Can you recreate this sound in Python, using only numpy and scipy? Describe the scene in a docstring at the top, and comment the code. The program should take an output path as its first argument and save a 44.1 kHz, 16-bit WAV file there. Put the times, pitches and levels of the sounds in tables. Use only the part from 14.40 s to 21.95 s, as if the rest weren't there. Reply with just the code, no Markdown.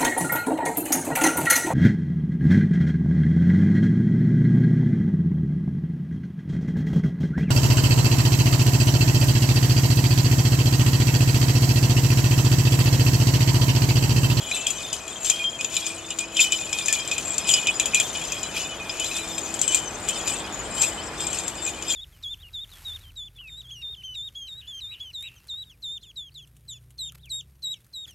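"""Loose pellets rattle in the small bells of a swung censer, outdoors, left of a camera, over far traffic and a hum.
The rattle is thousands of damped sines that swell with each jolt of the chain; the traffic is shaped noise.
Bells clink together as bursts of shell modes; single beating bell tones run from short low clinks to held rings.
A van and a brick wall answer as a decaying noise echo; late on, a bird chirps in short sine glides."""
import sys
import numpy as np
from scipy import signal
from scipy.fft import rfft, irfft, next_fast_len
from scipy.io import wavfile
from scipy.ndimage import map_coordinates

SR = 44100
rng = np.random.default_rng(int(sys.argv[2]) if len(sys.argv) > 2 else 0)


def dump_mix(stems):
    """Bounce the given channels to the path in sys.argv[1] as a 16-bit WAV at rate SR."""
    frames = np.atleast_2d(stems).T  # one column per channel
    limited = np.clip(frames, -1, 1)  # hard clip at full scale
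    pcm = np.round(limited * 32767).astype(np.int16)
    wavfile.write(sys.argv[1], SR, pcm)


N = 332955  # length in samples

# Jerks of the chain that throw the pellets up: start_s (peak), level_db (peak), settling_t60_s
CHAIN_JOLTS = [(0.02, -33.5, 5), (0.15, -27, 0.38), (0.39, -31, 0.7), (0.86, -25, 0.77), (1.343, -27, 1.1),
               (2.016, -16, 0.25), (2.13, -31, 2.1), (2.335, -30.5, 7.4), (3.1, -20.5, 0.64),
               (3.56, -30.5, 4.5), (4.174, -24.5, 0.43), (4.5, -37, 6.6), (4.64, -29.5, 1.9),
               (4.77, -22.5, 0.19), (5.145, -35.5, 0.97), (5.339, -24, 0.1), (5.7, -26, 0.12),
               (5.76, -29.5, 0.5), (5.88, -27, 0.59), (6.389, -28.5, 0.36), (6.428, -21, 0.29),
               (6.812, -30, 0.6), (6.945, -28, 0.71), (7.279, -28, 0.24), (7.16, -42.5, 4.6),
               (7.501, -23.5, 2.2)]
# Shell modes of the bells: pitch_hz, level_db (relative)
SHELL_MODES = [(2420, -4), (2490, -3), (2650, -8.5), (2990, -4.5), (3195, -4.5), (3285, -7), (3575, -2),
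               (3980, -11), (5000, -7), (5140, -10), (6200, -3), (6850, 0), (7080, 8), (7520, 5.5),
               (8080, -1), (9100, -10.5), (9710, -14.5), (11250, -15.5), (12300, -19.5), (12850, -19.5),
               (13500, -19)]
# Drift of the tone colour: start_s, low_modes_db, top_band_db
TONE_DRIFT = [(0, -3.5, -2), (3, -2, -0.5), (4.5, -3, -3.5), (5.3, -5.5, 5.5), (6, -1, -1),
              (6.5, -3.5, 8.5), (7.55, -3, 1.5)]
# Spectrum of the contact noise: frequency_hz, density_db (relative, per Hz)
CONTACT_SPECTRUM = [(1500, -15.5), (3000, 2.5), (5400, 0), (7300, 5), (10000, -11), (14000, -28)]
# Treble-rich answer of the walls: frequency_hz, level_db
WALL_ECHO = [(2500, -10), (12000, 2)]
# Echo balance between the ports: frequency_hz, right_minus_left_db
ECHO_BALANCE = [(3000, 7.5), (8000, 2), (13000, -2.5)]
# Spectrum of the traffic rush: frequency_hz, density_db (relative, per Hz)
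TRAFFIC_SPECTRUM = [(15, -52), (40, 3.5), (120, 2), (730, 1.5), (1300, -1.5), (2300, -6.5), (5000, -15),
                    (9000, -22.5), (14300, -38)]
# Slow swell of the traffic, before its random waver: start_s, level_db
TRAFFIC_SWELL = [(0, -40), (7.55, -37)]
# Left-right likeness of the traffic: frequency_hz, correlation (1 = identical)
TRAFFIC_LIKENESS = [(30, 0.7), (130, 0.97), (640, 0.94), (1400, 0.66), (6770, 0.1)]
# The two machine tones: pitch_hz of the low one, pitch_hz of the high one
HUM_PITCHES = (328.7, 661)
# Strength of the machine tones, before their waver: start_s, low_tone_db, high_tone_db
HUM_LEVELS = [(0.17, -64, -53), (1.26, -58, -53), (1.49, -47, -54), (3.57, -58, -54), (4.96, -44.5, -51.5),
              (5.95, -54.5, -62), (7.53, -47.5, -63)]
# Bell on bell: start_s, level_db (relative), low_modes_db (low modes against high)
BELL_CLINKS = [(0.112, -17, -10), (0.268, -10, -3), (0.304, -9.5, -14), (0.529, -9.5, -17),
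               (0.6787, -23, -8), (0.846, -14.5, -16), (0.899, -4, -12), (1.04, -26, 2), (1.2096, -17.5, 2),
               (1.2451, -15.5, 0), (1.366, -13.5, -1.5), (1.4655, -14, -7), (1.705, -18.5, 2),
               (1.7874, -13, -4.5), (1.968, -15, 5.5), (2.0035, -6.5, -12), (2.018, -24, -12),
               (2.121, -10.5, -0.5), (2.3287, -16, 3.5), (2.386, -16.5, -2), (2.459, -12, -9),
               (2.4827, -10.5, -1), (2.526, -4.5, -12), (2.6761, -19, -13), (2.7135, -15, 1),
               (2.7802, -13.5, -1), (2.942, -20, -20), (2.9811, -10, -36.5), (3.0904, -4.5, -3.5),
               (3.1377, -7, 0.5), (3.27, -13.5, 6.5), (3.3981, -8, 1), (3.457, -9, -5.5), (3.546, -3, -8.5),
               (3.5996, -5, -5), (3.7512, -33, 19), (3.9214, -13.5, -21), (4.0305, -19.5, -9),
               (4.494, -26.5, 8), (4.5973, -14, -9), (4.644, -14.5, -8), (4.9798, -19, -1.5),
               (5.1405, -17.5, -25), (5.192, -17, -29), (5.2145, -7.5, -37), (5.2785, -14, -4),
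               (5.3218, -17, 0), (5.3462, -4, -21), (5.687, -12, -9), (5.876, -12.5, -6),
               (6.4163, -11.5, -22), (6.8052, -23, -12), (6.868, -19.5, -5), (6.929, -16, -8),
               (6.986, -18, -10), (7.0795, -14, -23.5), (7.264, -21, -15), (7.423, -21.5, -4)]
# Single bell tones, from short low clinks to held rings: start_s, pitch_hz, level_db, length_s (until damped)
BELL_TONES = [(0.114, 2450, -19, 0.0055), (0.117, 3970, -26.5, 0.025), (0.14, 2656, -31.5, 0.12),
              (0.264, 3280, -20.5, 0.0054), (0.898, 3190, -26, 0.14), (0.997, 2450, -26, 0.028),
              (1.041, 3194, -17.5, 0.052), (1.129, 3200, -31, 0.039), (1.191, 2476, -28, 0.019),
              (1.702, 2910, -32, 0.028), (1.803, 2454, -31, 0.044), (1.963, 3015, -24.5, 0.13),
              (1.992, 2620, -11, 0.004), (1.995, 2454, -13.5, 0.0092), (2.009, 3600, -22, 0.025),
              (2.119, 3010, -24, 0.034), (2.327, 5210, -24.5, 0.0061), (2.483, 1760, -35, 0.044),
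              (2.587, 3200, -29, 0.042), (2.713, 2507, -23, 0.016), (3.137, 2970, -19.5, 0.053),
              (3.138, 4960, -11, 0.0029), (3.144, 2485, -33, 0.1), (3.261, 2963, -24.5, 0.05),
              (3.284, 2483, -14, 0.011), (3.535, 2450, -20, 0.054), (3.543, 2580, -18, 0.0095),
              (3.58, 2530, -27, 0.023), (4.032, 3977, -36.5, 0.039), (4.165, 2420, -19.5, 0.0029),
              (4.168, 2940, -33.5, 0.093), (4.289, 2990, -34.5, 0.064), (4.397, 2490, -33, 0.032),
              (4.495, 5040, -26, 0.011), (4.603, 3010, -27, 0.024), (4.713, 2560, -25.5, 0.01),
              (4.784, 3950, -38, 0.043), (5.283, 2994, -27.5, 0.045), (5.326, 3170, -29.5, 0.034),
              (5.364, 3040, -37, 0.13), (5.474, 6080, -27.5, 0.011), (5.703, 3110, -33, 0.066),
              (6.378, 3170, -34, 0.07), (6.577, 3050, -34.5, 0.032), (6.796, 3220, -36, 0.037),
              (7.265, 2485, -28, 0.024), (7.513, 3270, -30.5, 0.017), ]
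# Chirps, each one glide: start_s, length_s, first_pitch_hz, last_pitch_hz, level_db
BIRD_GLIDES = [(6.12, .035, 5500, 5250, -47), (6.58, .06, 3600, 5900, -41), (6.66, .04, 6000, 4800, -41),
               (7.17, .045, 5100, 4450, -41)]
# Camera body shades the right port: frequency_hz, left_minus_right_db
CAMERA_SHADOW = [(1300, 0.5), (4400, 2.5), (8000, 10.5), (14000, 14.5)]

HIGH_MODES_HZ = 5500  # splits low rings from high tinkle
TOP_MODES_HZ, THIN_MODES_HZ = 7350, 8500  # the top band lies between; the thin shimmer above
RISE_DB_PER_S = 318  # how fast a jolt builds up
AFTER_DB, AFTER_T60_S = -17.5, 0.23  # a clink throws the pellets: rattle against the clink level, settling time
REST_DB = -42.5  # rattle between jolts
CONTACT_S = 0.0002  # time constant with which a clink wakes the modes
EDGE_HZ, TOP_HZ = 14250, 15500  # the treble steps down, then ends


def amp(db):
    """dB to gain."""
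    return 10 ** (np.asarray(db) / 20)


def unit(x):
    """Scale to rms 1."""
    return x / np.sqrt(np.mean(x ** 2) + 1e-20)


def along(points, hz):
    """Read (frequency, value) points on a log frequency axis."""
    f, v = np.transpose(points)
    return np.interp(np.log(hz + 1), np.log(f + 1), v)


def curves(rows):
    """One value per sample for each column after the time."""
    s, *cols = np.transpose(rows)
    return [np.interp(np.arange(N) / SR, s, c) for c in cols]


def wobble(rate):
    """A smooth random curve, rate knots a second (39 at most)."""
    knots = rng.standard_normal(int(N * 40 / SR) + 4)
    return map_coordinates(knots, [np.arange(N) * min(rate, 39) / SR])


def filtered(x, response):
    """Multiply the spectrum of x by a response of frequency."""
    m = next_fast_len(N + SR // 2)
    return irfft(rfft(x, m) * response(np.fft.rfftfreq(m, 1 / SR)), m)[..., :N]


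def mode_life(hz):
    """High modes die sooner: the base t60 in s, which each sound scales."""
    return 0.17 * (hz / 3000) ** -0.9


def detune(hz, chance):
    """No two bells are cast alike; the high modes scatter most."""
    return hz * (1 + 0.0041 * (hz / 3000) ** 0.77 * chance)


def crackle(taps, t60):
    """Contact noise that bursts and dies within milliseconds after each tap."""
    puff = amp(-60 * np.arange(SR // 20) / SR / t60)
    noise = unit(filtered(rng.standard_normal(N), lambda hz: amp(along(CONTACT_SPECTRUM, hz))))
    return noise * signal.fftconvolve(taps, puff)[:N]


def shaking_db():
    """Pellet energy: jolts build quickly, clinks start bursts, and all die away over a resting level."""
    t = np.arange(0, N, 32) / SR
    power = amp(2 * REST_DB)
    for s, db, t60 in CHAIN_JOLTS:
        slope = np.where(t < s, RISE_DB_PER_S, -60 / t60)
        power = power + amp(2 * (db + slope * (t - s)))
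    for s, db, _ in BELL_CLINKS:
        burst_db = db + AFTER_DB - 60 / AFTER_T60_S * np.abs(t - s)
        power = power + (t > s) * amp(2 * burst_db)
    return np.interp(np.arange(N) / SR, t, 10 * np.log10(power))


def pings(modes, count, size, life, size_db, turn_db):
    """Random pellet taps, each waking one mode of one bell: damped sines of rms 1 in all."""
    often = amp(modes[:, 1] / 2)  # strong modes are woken more often as well as harder
    pick = rng.choice(len(modes), count, p=often / often.sum())
    t = np.arange(size) / SR
    hz, db = modes[pick].T[:, :, None]
    start = rng.integers(0, N, count)

    # which bell hangs free changes about nine times a second
    turns = rng.standard_normal((2, len(modes), N // 5000 + 1))
    free, tuning = turns[:, pick, start // 5000, None]
    db = 0.51 * db + turn_db * free + size_db * rng.standard_normal((count, 1))
    t60 = life * mode_life(hz) * np.exp(0.71 * rng.standard_normal((count, 1)))
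    pitch = detune(hz, tuning + 0.68 * rng.standard_normal(hz.shape))

    attack = 1 - np.exp(-t / 0.00009)
    wave = amp(db - 60 * t / t60) * attack * np.sin(2 * np.pi * pitch * t)
    wave *= np.cos(np.pi / 2 * np.arange(size) / size)  # the pellet comes back and damps the shell
    at = start[:, None] + np.arange(size)
    return unit(np.bincount(at.ravel(), wave.ravel())[:N])


def rattle():
    """Pellets wake low rings, dense high tinkle, thin shimmer and contact hiss, all following the shaking."""
    swing_db, (low_db, top_db), modes = shaking_db(), curves(TONE_DRIFT), np.array(SHELL_MODES)
    high, thin = modes[:, 0] > HIGH_MODES_HZ, modes[:, 0] > THIN_MODES_HZ
    low_rings = pings(modes[~high], count=2400, size=2200, life=0.53, size_db=2.5, turn_db=3.5)
    tinkle = pings(modes[high & ~thin], count=4200, size=900, life=0.8, size_db=3.5, turn_db=5.0)
    shimmer = pings(modes[thin], count=3500, size=800, life=1.0, size_db=1.5, turn_db=2.5)

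    taps = (rng.random(N) < 0.012) * amp(3.5 * rng.standard_normal(N))
    hiss = unit(crackle(taps, t60=0.027))
    bright = amp(-2.5) * tinkle + amp(-19) * shimmer + amp(-7.5) * hiss
    top = filtered(bright, lambda hz: (hz > TOP_MODES_HZ) & (hz < THIN_MODES_HZ))
    # adding gain - 1 of the top band sets that band to its drifting gain
    return amp(swing_db) * (amp(low_db - 1.96) * low_rings + bright + (amp(top_db) - 1) * top)


def walls(x, t60=0.098):
    """Van and brick wall answer with a decaying noise tail, different at each port and best in the treble."""
    tail = rng.standard_normal((2, SR // 3)) * amp(-60 * np.arange(SR // 3) / SR / t60)
    tail = tail / np.linalg.norm(tail[0])
    late = np.pad(x, (100, 0))[None]  # first echo after 100 samples
    wet = signal.fftconvolve(late, tail, axes=1)[:, :N]
    return filtered(wet, lambda hz: amp(along(WALL_ECHO, hz) + [[0], [1]] * along(ECHO_BALANCE, hz)))


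def traffic():
    """A broad far rush of shaped noise, mixed as mid and side so that the bass is most alike at both ports."""
    def response(hz):
        turn = np.arccos(np.clip(along(TRAFFIC_LIKENESS, hz), -1, 1)) / 2
        return amp(along(TRAFFIC_SPECTRUM, hz)) * [np.cos(turn), np.sin(turn)]

    mid, side = filtered(rng.standard_normal((2, N)), response)
    level_db = curves(TRAFFIC_SWELL)[0] + 1.42 * wobble(0.9)
    return amp(level_db) * unit(np.array([mid + side, mid - side]))


def hum():
    """Two machine sines that waver in strength and slightly in phase."""
    t, out = np.arange(N) / SR, np.zeros(N)
    for hz, db in zip(HUM_PITCHES, curves(HUM_LEVELS)):
        level = np.sqrt(2) * amp(db + 0.82 * wobble(3.12))  # the table gives rms levels
        out += level * np.sin(2 * np.pi * hz * t + 0.25 * wobble(2.98))
    return out


def clinks():
    """A hard contact rings every shell mode at a new strength, briefly, with a crack of contact noise."""
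    out, taps, t = np.zeros(N + SR), np.zeros(N), np.arange(SR // 5) / SR
    mode_hz, mode_db = np.transpose(SHELL_MODES)[:, :, None]
    in_top = (mode_hz > TOP_MODES_HZ) * (mode_hz < THIN_MODES_HZ)
    top_db = curves(TONE_DRIFT)[1]
    for s, db, low_db in BELL_CLINKS:
        at = round(s * SR)
        level_db = mode_db + low_db * (mode_hz < HIGH_MODES_HZ) + 3 * rng.standard_normal(mode_hz.shape)
        level_db = level_db + top_db[at] * in_top
        pitch = detune(mode_hz, rng.standard_normal(mode_hz.shape))
        phase = 2 * np.pi * (pitch * t + rng.random(mode_hz.shape))
        # the bells meet one after another, within about a millisecond
        age = np.maximum(t - 0.00111 * rng.random(mode_hz.shape) ** 2, 0)
        decay = amp(level_db - 60 * age / (0.39 * mode_life(mode_hz)))
        ring = decay * (1 - np.exp(-age / CONTACT_S)) * np.sin(phase)
        out[at:][:len(t)] += amp(db - 12.5) * ring.sum(axis=0)
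        taps[at] = amp(db - 10.5)
    return out[:N] + crackle(taps, t60=0.012)


def bell_tones():
    """Single bell tones, from short low clinks to held rings: each sags a little and beats, then is damped."""
    out, t = np.zeros(N + SR), np.arange(SR // 4) / SR
    for s, hz, db, length in BELL_TONES:
        sag_db = -40 * t - 1950 * np.maximum(t - length, 0)  # slopes in dB per second
        hold = (1 - np.exp(-t / 0.00039)) * amp(sag_db)
        beat = 1 + 0.2 * np.sin(2 * np.pi * (rng.uniform(30, 90) * t + rng.random()))  # split mode pair
        tone = np.sin(2 * np.pi * (hz * t + rng.random()))
        out[round(s * SR):][:len(t)] += amp(db) * hold * beat * tone
    return out[:N]


def bird():
    """Short thin sine glides, far off, each swelling and fading."""
    out = np.zeros(N)
    for s, length, first_hz, last_hz, db in BIRD_GLIDES:
        u = np.linspace(0, 1, round(length * SR))
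        glide = np.cumsum(first_hz + (last_hz - first_hz) * u) / SR
        swell = np.sin(np.pi * u) ** 0.5
        out[round(s * SR):][:len(u)] += amp(db) * swell * np.sin(2 * np.pi * glide)
    return out


def scene():
    """Censer with its echoes, over the street and the bird."""
    censer = rattle() + clinks() + bell_tones()
    return censer + amp(-4.5) * walls(censer) + traffic() + hum() + bird()


def record(dry):
    """Sound reaches the right port a little earlier, its treble weaker; peaks round off, the top is cut."""
    def ports(hz):
        shade = amp([[0.3], [-0.7]] * along(CAMERA_SHADOW, hz))
        return shade * np.exp([[-1j], [1j]] * hz * np.pi * 2.5e-5)

    def edge(hz):
        return amp(-32 * (hz > EDGE_HZ)) * (hz < TOP_HZ)

    loud = filtered(dry, ports)
    rounded = loud / (1 + np.abs(loud) ** 4) ** (1 / 4)  # the input stage rounds off the peaks
    return filtered(rounded, edge)


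dry = scene()
out = record(dry)
dump_mix(out)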